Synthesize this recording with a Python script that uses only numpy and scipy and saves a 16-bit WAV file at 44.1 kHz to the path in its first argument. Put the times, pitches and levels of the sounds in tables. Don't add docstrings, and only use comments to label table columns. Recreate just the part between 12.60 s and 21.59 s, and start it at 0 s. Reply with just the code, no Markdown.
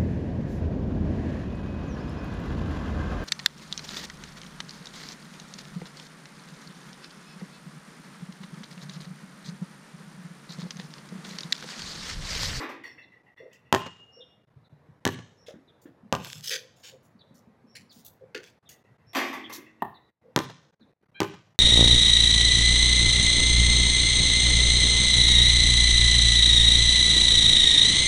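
import sys
import numpy as np
from scipy import signal
from scipy.fft import rfft, irfft
from scipy.io import wavfile
from scipy.ndimage import uniform_filter1d

SR = 44100
rng = np.random.default_rng(int(sys.argv[2]) if len(sys.argv) > 2 else 0)


def inscribe(sig):
    pcm = np.round(np.clip(np.atleast_2d(sig).T, -1, 1) * 32767)
    wavfile.write(sys.argv[1], SR, pcm.astype(np.int16))


N = 396459
T = np.arange(SR) / SR
EDGE_HZ = 16100

# frequency in Hz, level in dB.
BOARD_SPECTRUM = [(60, -41), (180, -24.5), (270, 2), (480, -2.5), (800, -3.5), (1150, 3), (1450, -11.5),
                  (1900, -1), (3100, -16.5), (3500, -14), (3900, -22.5), (5700, -22), (9500, -38.5),
                  (12400, -26.5), (16000, -44.5)]


def amp(db):
    return 10 ** (np.asarray(db) / 20)


def unit(x):
    return x / np.sqrt(np.sum(x ** 2) + 1e-20)


def read(points, hz):
    f, value = np.transpose(points)
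    return np.interp(np.log(hz + 1), np.log(f + 1), value)


def add(mix, start_s, sound):
    part = mix[max(round(start_s * SR), 0):][:len(sound)]
    part += sound[:len(part)]


def rise(rise_s):
    return np.minimum(T / rise_s, 1)


def fade(t60_s, t=T):
    return np.exp(-np.log(1000) * np.maximum(t, 0) / t60_s)


def noise():
    return rng.standard_normal(SR)


def burst(t60_s):
    return unit(noise() * fade(t60_s))


def ticks(per_s):
    return rng.random(SR) < per_s / SR


def conv(x, response):
    return signal.fftconvolve(x, response)[:len(x)]


def pulse(spectrum, tilt_db_oct=0, size=4096):
    hz = abs(np.fft.fftfreq(size, 1 / SR))
    octaves = np.log2(np.maximum(hz, 500) / 1000)
    log_gain = np.log(amp(read(spectrum, hz) + tilt_db_oct * octaves))
    return unit(np.fft.ifft(np.exp(np.conj(signal.hilbert(log_gain)))).real)


def ring(modes, scatter_turns=0):
    return unit(sum(amp(db) * fade(t60_s) * np.sin(2 * np.pi * (hz * T + scatter_turns * rng.random()))
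                    for hz, db, t60_s in modes))


def band(hz, width_hz):
    detuning = (np.fft.rfftfreq(SR, 1 / SR) - hz) / width_hz
    return unit(irfft(rfft(noise()) / (1 + detuning ** 2) ** 2, SR))


def die_away(x, t60_curve, hold_s=0):
    hz, t, spectra = signal.stft(x, SR, nperseg=256)
    decay = fade(read(t60_curve, hz)[:, None], t - hold_s)
    return signal.istft(spectra * decay, SR, nperseg=256)[1][:SR]


def rumble(lift_db=3, patchy_db=2):
    # frequency in Hz, level in dB.
    spectrum = [(18, -58.5), (30, -24), (118, 0), (149, -1.5), (336, -10), (461, -7.5), (1070, -15.5),
                (1500, -19.5), (1910, -20), (3140, -32.5), (3670, -31.5), (8740, -45), (12300, -42.5),
                (13300, -56), (16000, -62.5)]
    # time in seconds, level in dB before the lift.
    drift = [(0, -68), (1.1, -67), (1.5, -66.5), (1.87, -69), (2.3, -65.5), (7.1, -66), (7.58, -69.5),
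             (7.75, -67), (8.4, -68.5), (8.99, -68)]
    spectra = signal.stft(conv(rng.standard_normal(N), pulse(spectrum)), nperseg=1024)[2]
    patches = uniform_filter1d(rng.standard_normal(spectra.shape), size=5, axis=0)
    patches = uniform_filter1d(patches, size=6, axis=1)
    wash = signal.istft(spectra * amp(patchy_db * patches / patches.std()))[1][:N]
    drift_db = np.interp(np.arange(N) / SR, *np.transpose(drift))
    return wash / wash.std() * amp(lift_db + drift_db)


def court(x, hold_s=0.077, first_s=0.02, lumpy_db=0.5):
    # frequency in Hz, T60 in seconds.
    t60_curve = [(100, 0.62), (400, 0.15), (1200, 0.44), (3000, 0.49), (7000, 0.6), (12000, 0.05)]
    # frequency in Hz, level in dB.
    colour = [(60, -5.5), (130, 7.5), (300, 0), (700, -3), (1200, -1), (3000, 1), (7000, -4), (13000, 4.5)]
    taps = noise() * ticks(4000) * amp(lumpy_db * noise()) * (T > first_s)
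    tail = conv(die_away(taps, t60_curve, hold_s), pulse(colour))
    return conv(x, unit(tail))


def bird_note(length_s, middle_hz, fall_hz=0, flutter=0.045, trill_hz=130, arch_hz=129):
    position = np.linspace(-1, 1, round(length_s * SR))
    rasp = band(trill_hz, trill_hz)[:len(position)] * np.sqrt(SR)
    hz = (middle_hz - fall_hz * position / 2 - arch_hz * position ** 2) * (1 + flutter * rasp)
    return signal.windows.tukey(len(hz), 0.5) * np.sin(2 * np.pi * np.cumsum(hz) / SR)


def birds(hoot_hz=503, hoot_width_hz=95):
    # start in seconds, level in dB.
    whistles = [(0.253, -61), (1.51, -59.5), (2.762, -65), (5.061, -65.5), (6.458, -62)]
    # start in seconds, level in dB, middle pitch in Hz, fall in Hz.
    chirps = [(0.416, -59, 4000, 900), (1.599, -48.5, 3505, 460), (2.035, -67, 3980, 100.3),
              (3.07, -62.5, 3645, 820), (4.586, -55.5, 3900, 1226), (5.29, -52.5, 4230, 1384),
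              (6.051, -60.5, 3560, 804), (6.833, -42, 3333, 100), (7.337, -56, 3930, 496),
              (8.2, -62, 3890, 900)]
    # start in seconds, length in seconds, level in dB.
    hoots = [(0.788, 0.095, -47), (1.556, 0.07, -52.5), (3.86, 0.22, -54), (4.309, 0.054, -52.5),
             (5.603, 0.053, -48.5), (7.631, 0.081, -56)]
    out = np.zeros(N)
    for start_s, db in whistles:
        add(out, start_s, amp(db) * bird_note(length_s=0.106, middle_hz=5484, flutter=0.017))
    for start_s, db, hz, fall_hz in chirps:
        add(out, start_s, amp(db) * bird_note(length_s=0.037, middle_hz=hz, fall_hz=fall_hz))
    for start_s, length_s, db in hoots:
        swell = signal.windows.tukey(round(length_s * SR), 0.5)
        hoot = unit(band(hoot_hz, hoot_width_hz)[:len(swell)] * swell)
        add(out, start_s, amp(db) * np.sqrt(len(swell)) * hoot)
    return out


def squeak(start_s=8.54, length_s=0.075, pitch_hz=798, level_db=-53, bend=0.017, rasp_db=-6):
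    # harmonic number, level in dB.
    partials = [(2, -1), (3, 1), (4, -4), (5, -7)]
    swell = signal.windows.tukey(round(length_s * SR), 0.5)
    turns = np.cumsum(pitch_hz * (1 + bend * np.linspace(-1, 1, len(swell)))) / SR
    out, tone = np.zeros(N), np.zeros(len(swell))
    for harmonic, db in partials:
        rasp = amp(rasp_db) * np.sqrt(SR) * band(harmonic * pitch_hz, width_hz=150)[:len(swell)]
        tone += amp(db) * (np.sin(2 * np.pi * harmonic * turns) + rasp)
    add(out, start_s, amp(level_db) * swell * tone)
    return out + amp(-3) * court(out, hold_s=0.082, first_s=0.055)


def thud(hz, rise_s=0.0015, t60_s=0.26):
    return unit(band(hz, 0.34 * hz) * rise(rise_s) * fade(t60_s))


def scuff(contact, length_s, grain_db=4, clump_db=1, grit_db=11, press_share=0.22, t60_s=0.17):
    grip_db = grain_db * np.repeat(noise(), SR // 1000)[:SR]
    grip_db += clump_db * np.repeat(noise(), SR // 125)[:SR]
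    grains = noise() * amp(grip_db)
    grains += conv(grains, burst(0.012))
    rub = unit(conv(grains, contact)) * np.sqrt(SR)
    grit = amp(grit_db) * conv(noise() * ticks(40), contact)
    return (rub + grit) * rise(press_share * length_s) * fade(t60_s, T - length_s)


def shoes(heel_hz=1583, heel_db=-18, step_gap_s=0.163, uneven_db=0.5):
    # start in seconds, level in dB, thud in Hz.
    steps = [(2.882, -12.5, 548), (2.939, -16.5, 257), (3.255, -16, 289), (3.753, -13, 149),
             (5.749, -9.5, 410), (6.981, -16, 310), (8.208, -24, 249)]
    # start in seconds, level in dB, length in seconds, tilt in dB/oct.
    rubs = [(0.928, -58, .008, 3), (2.86, -55, 0.039, -0.5), (3.215, -61, 0.018, 14.5),
            (3.256, -55, .012, -11.5), (3.612, -48.5, .17, 3.5), (3.824, -37, 0.098, 6),
            (3.902, -29.5, 0.041, 0), (4.155, -65, 0.096, 6), (4.228, -48, .06, 1.5),
            (4.426, -68, 0.044, 14), (4.741, -64, 0.039, 8.5), (5.151, -44.5, 0.015, 2),
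            (5.303, -59, 0.1, 9.5), (5.446, -46.5, 0.019, 12.5), (5.746, -34, 0.0062, -5.5),
            (5.824, -55.5, 0.053, 2), (6.09, -47.5, 0.013, 7), (6.922, -41.5, 0.034, 7.5)]
    # frequency in Hz, level in dB.
    sole_spectrum = [(180, -65.5), (300, -31.5), (502, 0), (689, -41), (842, -20), (978, -33.5), (1560, -2),
                     (2210, -5), (3520, -2), (4020, -6), (6850, -8.5), (8640, -19), (16000, -25.5)]
    # start in seconds, level in dB.
    cracks = [(2.885, -29), (3.648, -15.5), (3.702, -19), (3.731, -14.5), (3.809, -25.5), (5.7519, -16),
              (5.777, -22), (5.841, -26.5)]
    # start and end in seconds, level in dB, thud in Hz.
    footwork = [(1.961, 2.5, -19.5, 132), (3.429, 3.7, -18, 200), (4.546, 5.45, -23, 216),
                (6.3, 6.5, -25.5, 125)]
    out = np.zeros(N)
    for start_s, db, hz in steps:
        add(out, start_s, amp(db) * (thud(hz) + amp(heel_db) * thud(heel_hz)))
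    for start_s, db, length_s, tilt_db_oct in rubs:
        add(out, start_s, amp(db) * scuff(pulse(sole_spectrum, tilt_db_oct), length_s))
    for start_s, db in cracks:
        add(out, start_s, amp(db) * unit(conv(burst(0.00073), pulse(sole_spectrum, tilt_db_oct=0.5))))
    for start_s, end_s, db, hz in footwork:
        for step_s in np.arange(start_s, end_s, step_gap_s):
            add(out, step_s, amp(db + uneven_db * rng.standard_normal()) * thud(hz))
    return out


def metal_ring(start_s=1.17, length_s=0.7, hz=2846, rms_db=-56, fall_db=-30, waver=1.3):
    t, out = T[T < length_s], np.zeros(N)
    swell = signal.windows.tukey(len(t), 0.15) * amp(fall_db * t / length_s)
    tone = unit(np.sin(2 * np.pi * hz * T)) + waver * band(hz, width_hz=22)
    add(out, start_s, amp(rms_db) * np.sqrt(len(t)) * unit(swell * tone[:len(t)]))
    return out


def rim_swing(tilt_db_oct, knocking_s=0.049, spread_db=3, ring_t60_s=0.12, buzz_t60_s=0.34):
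    # frequency in Hz, width in Hz, level in dB.
    resonances = [(1945, 150, 0), (2690, 190, -2.5), (3494, 110, -13), (4400, 120, -18), (5590, 120, -11)]
    steel = np.zeros(SR)
    for hz, width_hz, db in resonances:
        octaves = np.log2(hz / resonances[0][0])
        steel += amp(db + tilt_db_oct * octaves + spread_db * rng.standard_normal()) * band(hz, width_hz)
    board = unit(conv(burst(0.042), pulse(BOARD_SPECTRUM, tilt_db_oct=0.25)))
    response = unit(steel * fade(ring_t60_s)) + amp(-13.5) * board
    knocks = amp(spread_db * noise()) * ticks(160) * (T < knocking_s)
    buzz = 0.28 * noise() * signal.windows.tukey(SR, 0.01) * fade(buzz_t60_s)
    return unit(conv(knocks + buzz, response))


def rim(swings=4, period_s=0.141, fall_db=-5.5, dull_db_oct=-3.5, uneven_db=1):
    # start in seconds, level in dB, tilt in dB/oct.
    rattles = [(0.234, -12, -3.5), (0.768, -20.5, -5), (6.1, -30, -21.5), (7.057, -25.5, -15.5)]
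    out = np.zeros(N)
    for start_s, db, tilt_db_oct in rattles:
        for k in range(swings):
            level_db = db + k * fall_db + uneven_db * rng.standard_normal()
            add(out, start_s + k * period_s, amp(level_db) * rim_swing(tilt_db_oct + k * dull_db_oct))
    return out


def steel_plate(count=800, uneven_db=3):
    # frequency in Hz, T60 in seconds.
    t60_curve = [(250, 0.73), (600, 0.38), (1200, 0.35), (2200, 0.57), (5000, 0.34), (14000, 0.15)]
    grid_hz = np.linspace(np.sqrt(150), np.sqrt(EDGE_HZ), count) ** 2
    hz = (grid_hz * rng.uniform(0.99, 1.01, count)).astype(int)
    gains = hz ** 0.25 * amp(uneven_db * np.clip(rng.standard_normal(count), -2, 2))
    lines = np.zeros(SR // 2 + 1, complex)
    lines[hz] = gains * np.exp(2j * np.pi * rng.random(count))
    return unit(die_away(irfft(lines, SR), t60_curve))


def hoop(chatter_t60_s=0.16, doubling_db=7, crack_db=-5, clang_db=-13, clang_growth=1.83):
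    # start in seconds, strength in dB, tilt in dB/oct.
    blows = [(0.0, 0.5, -0.5), (0.087, -7.5, 0.5), (6.532, -12.5, 3.5), (6.549, 9, 2.5), (6.73, -3.5, 2),
             (6.895, -9.5, 2.5)]
    # frequency in Hz, level in dB, T60 in seconds.
    modes = [(225.3, -5, 1.7), (265.5, 3, 0.77), (316, -3.5, 1.7), (351, -2, 0.97), (623, -7, .4),
             (727, -2, 0.068), (785, 3.5, 0.68), (854, -13, 0.3), (1150, 3.5, 0.43), (1130, -12, 1.4),
             (1660, 0.5, 0.44), (1795, -1, .8), (1910, -22, 3), (2080, -8, 0.91), (2134, -18.5, 0.74),
             (2150, -7.5, 0.63), (2320, -21.5, 1.3), (2833, -11.5, .8), (2730, -6, 0.35), (3520, -6, 0.36),
             (3350, -13, 0.5), (4500, -6, 0.35)]
    out = np.zeros(N)
    for start_s, db, tilt_db_oct in blows:
        knocks = noise() * ticks(900) * fade(chatter_t60_s * 2 ** (db / doubling_db))
        plate = steel_plate() + amp(crack_db) * burst(0.0051)
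        chatter = unit(conv(conv(knocks, plate), pulse(BOARD_SPECTRUM, tilt_db_oct)))
        clang = ring(modes, scatter_turns=0.99) * rise(0.011)
        add(out, start_s, amp(db) * chatter + amp(clang_db + clang_growth * db) * clang)
    return out


def ball_body(blow, ring_db=-9, flutter_db=-9, flutter_t60_s=0.062):
    # frequency in Hz, level in dB, T60 in seconds.
    modes = [(128, -10, 0.045), (271, -6, 0.13), (408, 1.5, 0.1), (720, -6.5, 0.036), (1042, -6, 0.24),
             (1140, -11, .1), (1514, -12.5, 0.09), (1825, -12.5, 0.16), (2980, -21.5, 0.14)]
    flutter = signal.sosfilt(signal.butter(2, 1700, fs=SR, output="sos"), burst(flutter_t60_s))
    body = amp(ring_db) * unit(conv(blow, ring(modes))) + amp(flutter_db) * unit(conv(blow, flutter))
    return blow + np.linalg.norm(blow) * body


def catch(wall_s=0.028, wall_db=-13, scatter_db=-9, scatter_t60_s=0.38):
    # start in seconds, level in dB.
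    hands = [(7.2219, -0.5), (7.2262, -1.5)]
    # frequency in Hz, level in dB.
    palm_spectrum = [(47, -61), (80, -10), (396, -6), (524, -20), (808, 2), (1090, -3.5), (1510, -24),
                     (1800, -8.5), (2380, -38.5), (2650, -27), (4000, -35), (4750, -49), (5900, -53.5),
                     (14000, -36.5)]
    palm = np.pad(pulse(palm_spectrum), (0, SR // 2))
    out = np.zeros(N)
    for start_s, db in hands:
        clap = amp(db) * ball_body(palm, ring_db=-20.5, flutter_db=-5, flutter_t60_s=0.04)
        add(out, start_s, clap + amp(scatter_db) * conv(clap, burst(scatter_t60_s)))
        add(out, start_s + wall_s, amp(wall_db) * clap)
    return out


def wall_echo(hit, delay_s, near_s=0.022, near_db=-6, db_per_doubling=-11.5):
    level_db = near_db + db_per_doubling * np.log2(delay_s / near_s)
    return amp(level_db) * (hit + amp(-9) * conv(hit, burst(0.05)))


def bounces(crackle_db=-5, peel_db=-2, thump_hz=112, court_db=-12, fence_s=0.133, fence_db=-21):
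    # start in seconds, slap in dB, tilt in dB/oct, contact in seconds, release drive in dB,
    # wall delay in seconds, boom in dB, thump in dB.
    landings = [(1.1269, 10.5, -0.5, 0.014, 5, 0.021, 0, -9.5),
                (2.4528, 2.5, 1.6, 0.014, 6, 0.023, -2.5, 1), (3.5263, 4, -1.5, .014, -3.5, 0.025, 2, -3.5),
                (7.7623, 5.5, 0.5, .0137, 5, .0277, 2, -8), (8.6039, 0.5, 0.5, 0.014, 1.5, 0.028, 1, -10.5)]
    # frequency in Hz, level in dB.
    slap_spectrum = [(40, -24), (90, -2.5), (150, 1), (250, 0.5), (600, -0.5), (1100, -1.5), (2000, -6.5),
                     (3000, -6.5), (4500, -10.5), (6500, -11), (9800, -28.5), (13000, -25.5), (16000, -37)]
    release_spectrum = [(40, -19.5), (100, -9.5), (200, -6), (380, 4), (550, -4.5), (1050, -5.5),
                        (1400, -13), (1800, -4), (2300, -22), (6500, -28), (10000, -44.5), (16000, -46.5)]
    boom_spectrum = [(50, -24), (120, -3.5), (180, -7.5), (260, -0.5), (400, 0), (550, -1), (720, 0),
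                     (900, -3), (1100, 5.5), (1400, -8.5), (1800, -9.5), (2300, -20.5), (7000, -31),
                     (10000, -37.5), (16000, -41.5)]
    out = np.zeros(N)
    for start_s, slap_db, tilt_db_oct, contact_s, release_db, wall_s, boom_db, thump_db in landings:
        slap = amp(slap_db) * pulse(slap_spectrum, tilt_db_oct)
        release = -amp(release_db) * pulse(release_spectrum)
        blow = amp(crackle_db) * conv(burst(0.014), slap)
        add(blow, 0, slap)
        add(blow, contact_s, amp(-7) * release)
        add(blow, contact_s - 0.001, amp(peel_db) * conv(burst(0.017), release))
        boom = conv(noise() * rise(0.0076) * fade(0.052, T - contact_s), pulse(boom_spectrum))
        hit = ball_body(blow) + amp(boom_db) * unit(boom)
        thump = amp(thump_db) * unit(band(thump_hz, 0.33 * thump_hz) * rise(contact_s) * fade(0.19))
        add(out, start_s, hit + thump + amp(court_db) * court(hit + thump))
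        add(out, start_s + wall_s, wall_echo(hit, wall_s))
        for trips in (1, 2):
            spread = noise() * rise(0.005) * fade(0.06)
            echo = unit(conv(spread, pulse(slap_spectrum, tilt_db_oct=-2.5)))
            add(out, start_s + trips * fence_s, amp(slap_db + trips * fence_db) * echo)
    return out


def scene():
    near = catch() + hoop() + rim() + shoes()
    far = conv(birds(), burst(0.089))
    play = bounces() + metal_ring() + squeak() + near + amp(-20) * court(near)
    return (play + far + amp(-10.5) * court(far) + rumble())[None]


def record(dry, low_cut_hz=55, gate_db=-65.5, knee_db=0.5, depth_db=-22):
    heard = signal.sosfilt(signal.butter(3, low_cut_hz, "high", fs=SR, output="sos"), dry)
    level_db = 10 * np.log10(abs(uniform_filter1d(heard ** 2, size=900)) + 1e-12)
    shut = np.clip((gate_db - level_db) / knee_db, 0, 1)
    gated = heard * amp(depth_db * uniform_filter1d(shut, size=130))
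    band_limit = signal.firwin(255, EDGE_HZ, window=("kaiser", 9), fs=SR)
    return signal.oaconvolve(np.clip(gated, -0.95, 0.95), band_limit[None], "same")


dry = scene()
out = record(dry)
inscribe(out)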